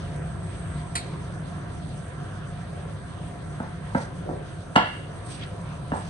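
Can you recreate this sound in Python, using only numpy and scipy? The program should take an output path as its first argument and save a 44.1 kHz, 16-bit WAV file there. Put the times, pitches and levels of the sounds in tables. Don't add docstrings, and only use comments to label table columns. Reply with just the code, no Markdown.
import sys
import numpy as np
from scipy import signal
from scipy.fft import rfft, irfft, next_fast_len
from scipy.io import wavfile
from scipy.ndimage import uniform_filter1d

SR = 44100
rng = np.random.default_rng(int(sys.argv[2]) if len(sys.argv) > 2 else 0)


def waveform_to_disk(signal):
    frames = np.transpose(np.atleast_2d(signal))
    scaled = np.clip(frames, -1, 1) * 32767
    samples = np.round(scaled).astype(np.int16)
    wavfile.write(sys.argv[1], SR, samples)


N = 268789
TIME = np.arange(N) / SR
SIZE = next_fast_len(N + SR)
FREQ = np.arange(SIZE // 2 + 1) * SR / SIZE
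SHAFT_HZ = 49.7


def undb(db):
    return 10 ** (np.asarray(db) / 20)


def set_level(x, db):
    return x * undb(db) / np.sqrt(np.mean(x ** 2))


def white_noise():
    return rng.standard_normal(N)


def look_up(table, hz):
    pitches, values = np.transpose(table)
    return np.interp(np.log(np.maximum(hz, 1)), np.log(pitches), values)


def filtered(x, gain):
    return irfft(rfft(x, SIZE) * gain, SIZE)[..., :N]


def wander(rate):
    hold = int(SR / rate)
    steps = np.repeat(rng.standard_normal(N // hold + 1), hold)
    return 1.3 * uniform_filter1d(uniform_filter1d(steps, hold), hold)[:N]


def swell(middle_s, length_s):
    return np.exp(-((TIME - middle_s) / length_s * 2) ** 2)


def add(track, start_s, sound):
    i = int(start_s * SR)
    track[i:i + len(sound)] += sound[:N - i]


def right_delay(lag_ms):
    return np.exp(-2j * np.pi * FREQ * np.array([[0], [lag_ms / 1000]]))


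# frequency in Hz, shared part from 0 to 1.
SHARED_SOUND = [(60, 0.96), (200, 0.96), (330, 0.38), (700, 0.47), (1200, 0.62), (2200, 0.033),
                (4000, 0.031), (5500, 0.2), (6200, 0.88), (6700, 1), (7150, 1), (7600, 0.98), (8000, 0.49),
                (10000, 0.45)]


def stereo(source, lag_ms):
    share = np.clip(look_up(SHARED_SOUND, FREQ), 0, 1)
    shared = filtered(source(), np.sqrt(share) * right_delay(lag_ms))
    return shared + filtered(np.array([source(), source()]), np.sqrt(1 - share))


def flickering(sound, colour, flicker_db, rate):
    spectrum, out = rfft(sound, SIZE) * undb(look_up(colour, FREQ)), 0
    half_octaves = 2 * np.log2(np.maximum(FREQ, 1))
    for k in np.arange(np.floor(2 * np.log2(colour[0][0])), np.ceil(2 * np.log2(colour[-1][0])) + 1):
        band = irfft(spectrum * np.clip(1 - abs(half_octaves - k), 0, 1), SIZE)[:, :N]
        out = out + band * undb(flicker_db * wander(rate))
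    return set_level(out, 0)


def ring(notes, length_s=.3, scatter_s=0):
    hz, db, fade_s = np.transpose(notes)[:, :, None]
    t = np.maximum(np.arange(int(length_s * SR)) / SR - scatter_s * rng.random(hz.shape), 0)
    direction = (-1) ** np.arange(len(hz))[:, None]
    weight = direction * undb(db + 1.27 * rng.standard_normal(hz.shape))
    out = np.sum(weight * np.sin(2 * np.pi * hz * t) * np.exp(-np.log(1000) * t / fade_s), axis=0)
    return out / abs(out).max()


# time in seconds, distance from the machine in metres.
PHONE_PATH = [(0, 0.64), (1.3, 0.72), (3.1, 0.95), (6.09, 0.84)]


def distance_gain(db_at_1m, fall):
    metres = np.interp(TIME, *np.transpose(PHONE_PATH))
    return undb(db_at_1m) * metres ** -fall


# frequency in Hz, relative strength in dB.
RUMBLE_COLOUR = [(12, -68), (20, -33), (41, -9.5), (70, -3), (102, -0.5), (123, -2.5), (135, -0.5),
                 (155, -4.5), (181, -7), (221, -13.5), (260, -21), (340, -32), (570, -120)]
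# pitch in Hz, width in Hz, level in dB at one metre.
PUMP_TONES = [(52.4, 17, -59.5), (98.1, 10.4, -44.5), (151.6, 9.6, -43.5), (168.2, 16.3, -46),
              (394.6, 19, -62.5), (523, 1.7, -65), (708.7, 25, -55.5), (1348, 25, -60), (1562, 6.4, -63.5)]
# middle in seconds, length in seconds, change in dB.
HUM_DIPS = [(1.345, 1, -1), (4.86, 1, -3)]


def pump_hum():
    rumble = flickering(stereo(white_noise, lag_ms=0.043), RUMBLE_COLOUR, flicker_db=0.5, rate=37)
    noise, tones = stereo(white_noise, lag_ms=.14), 0
    for hz, width_hz, db in PUMP_TONES:
        narrow_peak = 1 / (1 + ((FREQ - hz) / width_hz * 2) ** 2)
        tones = tones + set_level(filtered(noise, narrow_peak), db)
    dip_db = sum(db * swell(middle_s, length_s) for middle_s, length_s, db in HUM_DIPS)
    return (undb(-38) * rumble + tones) * distance_gain(dip_db, fall=0.68)


# frequency in Hz, relative strength in dB.
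CASING_COLOUR = [(120, -20), (200, 0.5), (223, -10), (253, -1), (381, -2), (457, -7.5), (509, -4),
                 (624, -6), (702, -2), (825, -13), (979, -7), (1350, -11), (1490, -12), (1620, -10.5),
                 (2600, -24), (3380, -57), (5720, -120)]


def casing_rattle():
    shaft_hz = SHAFT_HZ * (1 + 0.0045 * wander(0.72))
    turn = np.cos(2 * np.pi * np.cumsum(shaft_hz) / SR)
    shaking = stereo(lambda: (1 + 0.096 * turn) * white_noise(), lag_ms=0.11)
    return distance_gain(-44, fall=0.53) * flickering(shaking, CASING_COLOUR, flicker_db=2.18, rate=12)


# frequency in Hz, relative strength in dB.
SPLASH_COLOUR = [(1500, -16), (2000, -5), (3000, 3.5), (3500, 2.5), (4200, -1), (5500, -6), (6200, -4.5),
                 (7500, -7.5), (9500, -6.5), (10300, -14), (11600, -32.5)]


def water_patter(drops_per_s=1500):
    def drops():
        hits = (rng.random(N) < drops_per_s / SR) * undb(2.2 * rng.exponential(size=N))
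        spray = signal.lfilter([1], [1, -.985], hits) * white_noise()
        return throb * (set_level(spray, -4.5) + white_noise())
    throb = undb(.6 * wander(15)) * (1 + .05 * np.cos(4 * np.pi * SHAFT_HZ * TIME))
    splash = flickering(stereo(drops, lag_ms=.49), SPLASH_COLOUR, flicker_db=2.22, rate=28)
    return distance_gain(-56, fall=0.47) * splash


# middle in seconds, length in seconds, level in dB, pitch in Hz, width in octaves.
SCUFF_SWELLS = [(0.665, 1, -63.5, 8230, 0.057), (4.005, 0.12, -48.5, 4100, 1),
                (4.328, 0.19, -37.5, 440, 0.78), (5.31, 0.14, -57, 8500, 0.12),
                (5.328, 0.1, -45.5, 3480, 1), (5.424, 0.071, -43, 2340, 1),
                (5.425, 0.023, -45, 3310, 0.055), (5.696, 0.12, -56, 2380, 0.23),
                (5.985, 0.085, -59, 8200, 0.21), (6.063, 0.31, -53, 3980, 1)]


def scuffs():
    out, grit = 0, undb(2.2 * wander(180)) * stereo(white_noise, lag_ms=.49)
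    for middle_s, length_s, db, hz, octaves in SCUFF_SWELLS:
        hiss = filtered(grit, np.exp(-(np.log2(np.maximum(FREQ, 1) / hz) / octaves) ** 2))
        out = out + set_level(hiss, db) * swell(middle_s, length_s)
    return out


# pitch in Hz, relative strength in dB, seconds to fade by 60 dB.
VALVE_NOTES = [(710, -0.5, 0.0077), (1040, -0.5, 0.015), (1470, 2.5, 0.014), (1920, 1, 0.015),
               (2277, 0.5, 0.018), (2550, -5, 0.012), (3260, 4, 0.0051), (3900, 5, 0.0095),
               (4170, 2.5, 0.013), (4500, 0.5, 0.014), (7100, 6, 0.0016), (8340, -2.5, 0.018),
               (9000, -4, 0.0075), (10600, 2, 0.0023)]


def valve_snap(start_s=.9525, rise_s=0.00054, hold_s=0.0066, fade_s=0.021):
    t, out = TIME[:int(.1 * SR)], np.zeros(N)
    loudness = np.minimum(t / rise_s, 1) * np.exp(-np.maximum(t - hold_s, 0) / fade_s)
    chatter = rng.standard_normal(len(t)) * loudness
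    body = np.convolve(chatter, ring(VALVE_NOTES, length_s=.05))[:len(t)]
    snap = body / abs(body).max() + undb(-20) * chatter / abs(chatter).max()
    add(out, start_s, undb(-16) * snap)
    return out


def favour(notes, centre_hz, octaves):
    hz, db, fade_s = np.transpose(notes)
    return np.transpose([hz, db - 6 * (np.log2(hz / centre_hz) / octaves) ** 2, fade_s])


def blow(notes, centre_hz, rise_s, crack_fade_s=.003):
    t = TIME[:int(.3 * SR)]
    dull_noise = signal.lfilter(*signal.butter(3, 5000, fs=SR), rng.standard_normal(len(t)))
    crack = dull_noise * np.exp(-np.maximum(t - rise_s, 0) / crack_fade_s)
    crack_db = -41.5 + 37 * np.log2(centre_hz / 800)
    sound = (ring(notes, scatter_s=rise_s) + undb(crack_db) * crack) * np.minimum(t / rise_s, 1) ** 2
    return sound / abs(sound).max()


# pitch in Hz, relative strength in dB, seconds to fade by 60 dB.
RING_NOTES = [(400, -11, 0.024), (509, -2.5, 0.037), (601, -0.5, 0.051), (728, 0.5, 0.056),
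              (784, -3, 0.032), (897, 1.5, 0.024), (978, 3.5, 0.026), (1090, 0, 0.031), (1200, -6, 0.019),
              (1360, 2, 0.028), (1460, 4, 0.021), (1690, 7, 0.027), (1804, 1, 0.02), (1958, 3.5, 0.012),
              (2130, 2, .012), (2280, -9, 0.011), (2530, -5, 0.011), (2660, -4, .014), (2807, 1, 0.028),
              (2900, 1.5, 0.027), (3300, -3.5, 0.0071), (3710, -9.5, 0.013), (4040, -7, 0.01),
              (4740, -12, .006), (5200, -9, .008), (6240, 1, 0.014)]
THUD_NOTES = [(124, -3, 0.014), (193, -2.5, 0.028), (268.8, -3.5, 0.029), (288, -13, 0.063)]
# start in seconds, level in dB, thud in dB next to the blow, thud pitch factor,
# ring pitch factor, ring centre in Hz, ring width in octaves, change to the high notes in dB,
# first echo in dB next to the blow, rise time in seconds.
KNOCK_HITS = [(3.599, -23, 2, 0.93, 0.87, 620, 1.3, -14, -8, 0.003),
              (3.946, -13, 0.5, 0.97, 0.95, 750, 1.23, -7.5, -12.5, .004),
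              (4.287, -20.5, -3.5, 1.5, 1.018, 480, 0.94, 0, -15, 0.0054),
              (4.307, -34, 7.5, 1.28, 1.1, 450, 0.65, 0, -23, 0.0029),
              (4.754, -1.5, -9, 1.114, 1.0, 1213, 1.47, 0.5, -12, .008),
              (5.916, -14, -5, 1.1, 0.992, 820, 0.73, 26, -3.5, .004)]


def knocks(echo_gap_s=.021, echo_loss_db=5.5, fade_in_s=.002):
    out = np.zeros((2, N))
    fade_in = np.minimum(TIME[:int(.3 * SR)] / fade_in_s, 1)
    for start_s, db, thud_db, thud_pitch, ring_pitch, hz, octaves, high_db, echo_db, rise_s in KNOCK_HITS:
        knock, thud = np.zeros((2, N))
        notes = favour(RING_NOTES * np.array([ring_pitch, 1, 1]), hz, octaves)
        notes[:, 1] += high_db * (notes[:, 0] > 2200)
        add(knock, start_s, blow(notes, hz, rise_s))
        low_ring = ring(THUD_NOTES * np.array([thud_pitch, 1, 1])) * fade_in
        add(thud, start_s + rise_s + .0005, undb(thud_db) * low_ring)
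        echo_notes = favour(notes, centre_hz=815, octaves=0.32) * [1, 1, 0.73]
        for k in range(4):
            echo = ring(echo_notes, scatter_s=.003) * fade_in
            echo_s = start_s + rise_s / 2 - fade_in_s + (k + 1) * echo_gap_s
            add(knock, echo_s, undb(echo_db - k * echo_loss_db) * echo / abs(echo).max())
        direct, into_room = knock + thud, undb(-3.5) * (knock + undb(-6.5) * thud)
        out += undb(db) * np.array([direct, into_room])
    bass_cut = signal.butter(2, 45, "high", fs=SR, output="sos")
    return signal.sosfilt(bass_cut, out)


# frequency in Hz, seconds to fade by 60 dB.
ROOM_FADE = [(100, 0.22), (500, 0.34), (900, 0.24), (1500, 0.58), (4000, 0.6), (10000, 0.065)]


def room(direct, into_room, lag_ms):
    t, tail = TIME[:SR], 0
    noise = stereo(white_noise, lag_ms)
    for hz in 63 * 2. ** np.arange(8):
        band = filtered(noise, np.clip(1 - abs(np.log2(np.maximum(FREQ, 1) / hz)), 0, 1))[:, :SR]
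        tail = tail + band * np.exp(-np.log(1000) * t / look_up(ROOM_FADE, hz))
    tail = tail * np.minimum(t / 0.0016, 1)
    echoes = rfft(tail / np.sqrt(np.sum(tail ** 2) / 2), SIZE)
    return filtered(direct, right_delay(lag_ms)) + filtered(into_room, echoes)


def scene():
    snap = valve_snap()
    hits = room(*knocks(), lag_ms=0.25) + room(snap, undb(-14) * snap, lag_ms=0.41)
    return pump_hum() + casing_rattle() + water_patter() + scuffs() + hits


# frequency in Hz, boost or cut in dB.
RIGHT_MIC_COLOUR = [(100, -0.5), (350, 2), (1000, 1.5), (7400, -1), (8200, 10.5), (9000, 13), (10000, 3),
                    (10400, -1.5), (10800, -8)]


def record(dry, top_hz=11600):
    right = filtered(dry[1], undb(look_up(RIGHT_MIC_COLOUR, FREQ)))
    treble_cut = signal.ellip(10, .2, 60, top_hz, fs=SR, output="sos")
    return signal.sosfilt(treble_cut, np.array([dry[0], right]))


dry = scene()
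out = record(dry)
waveform_to_disk(out)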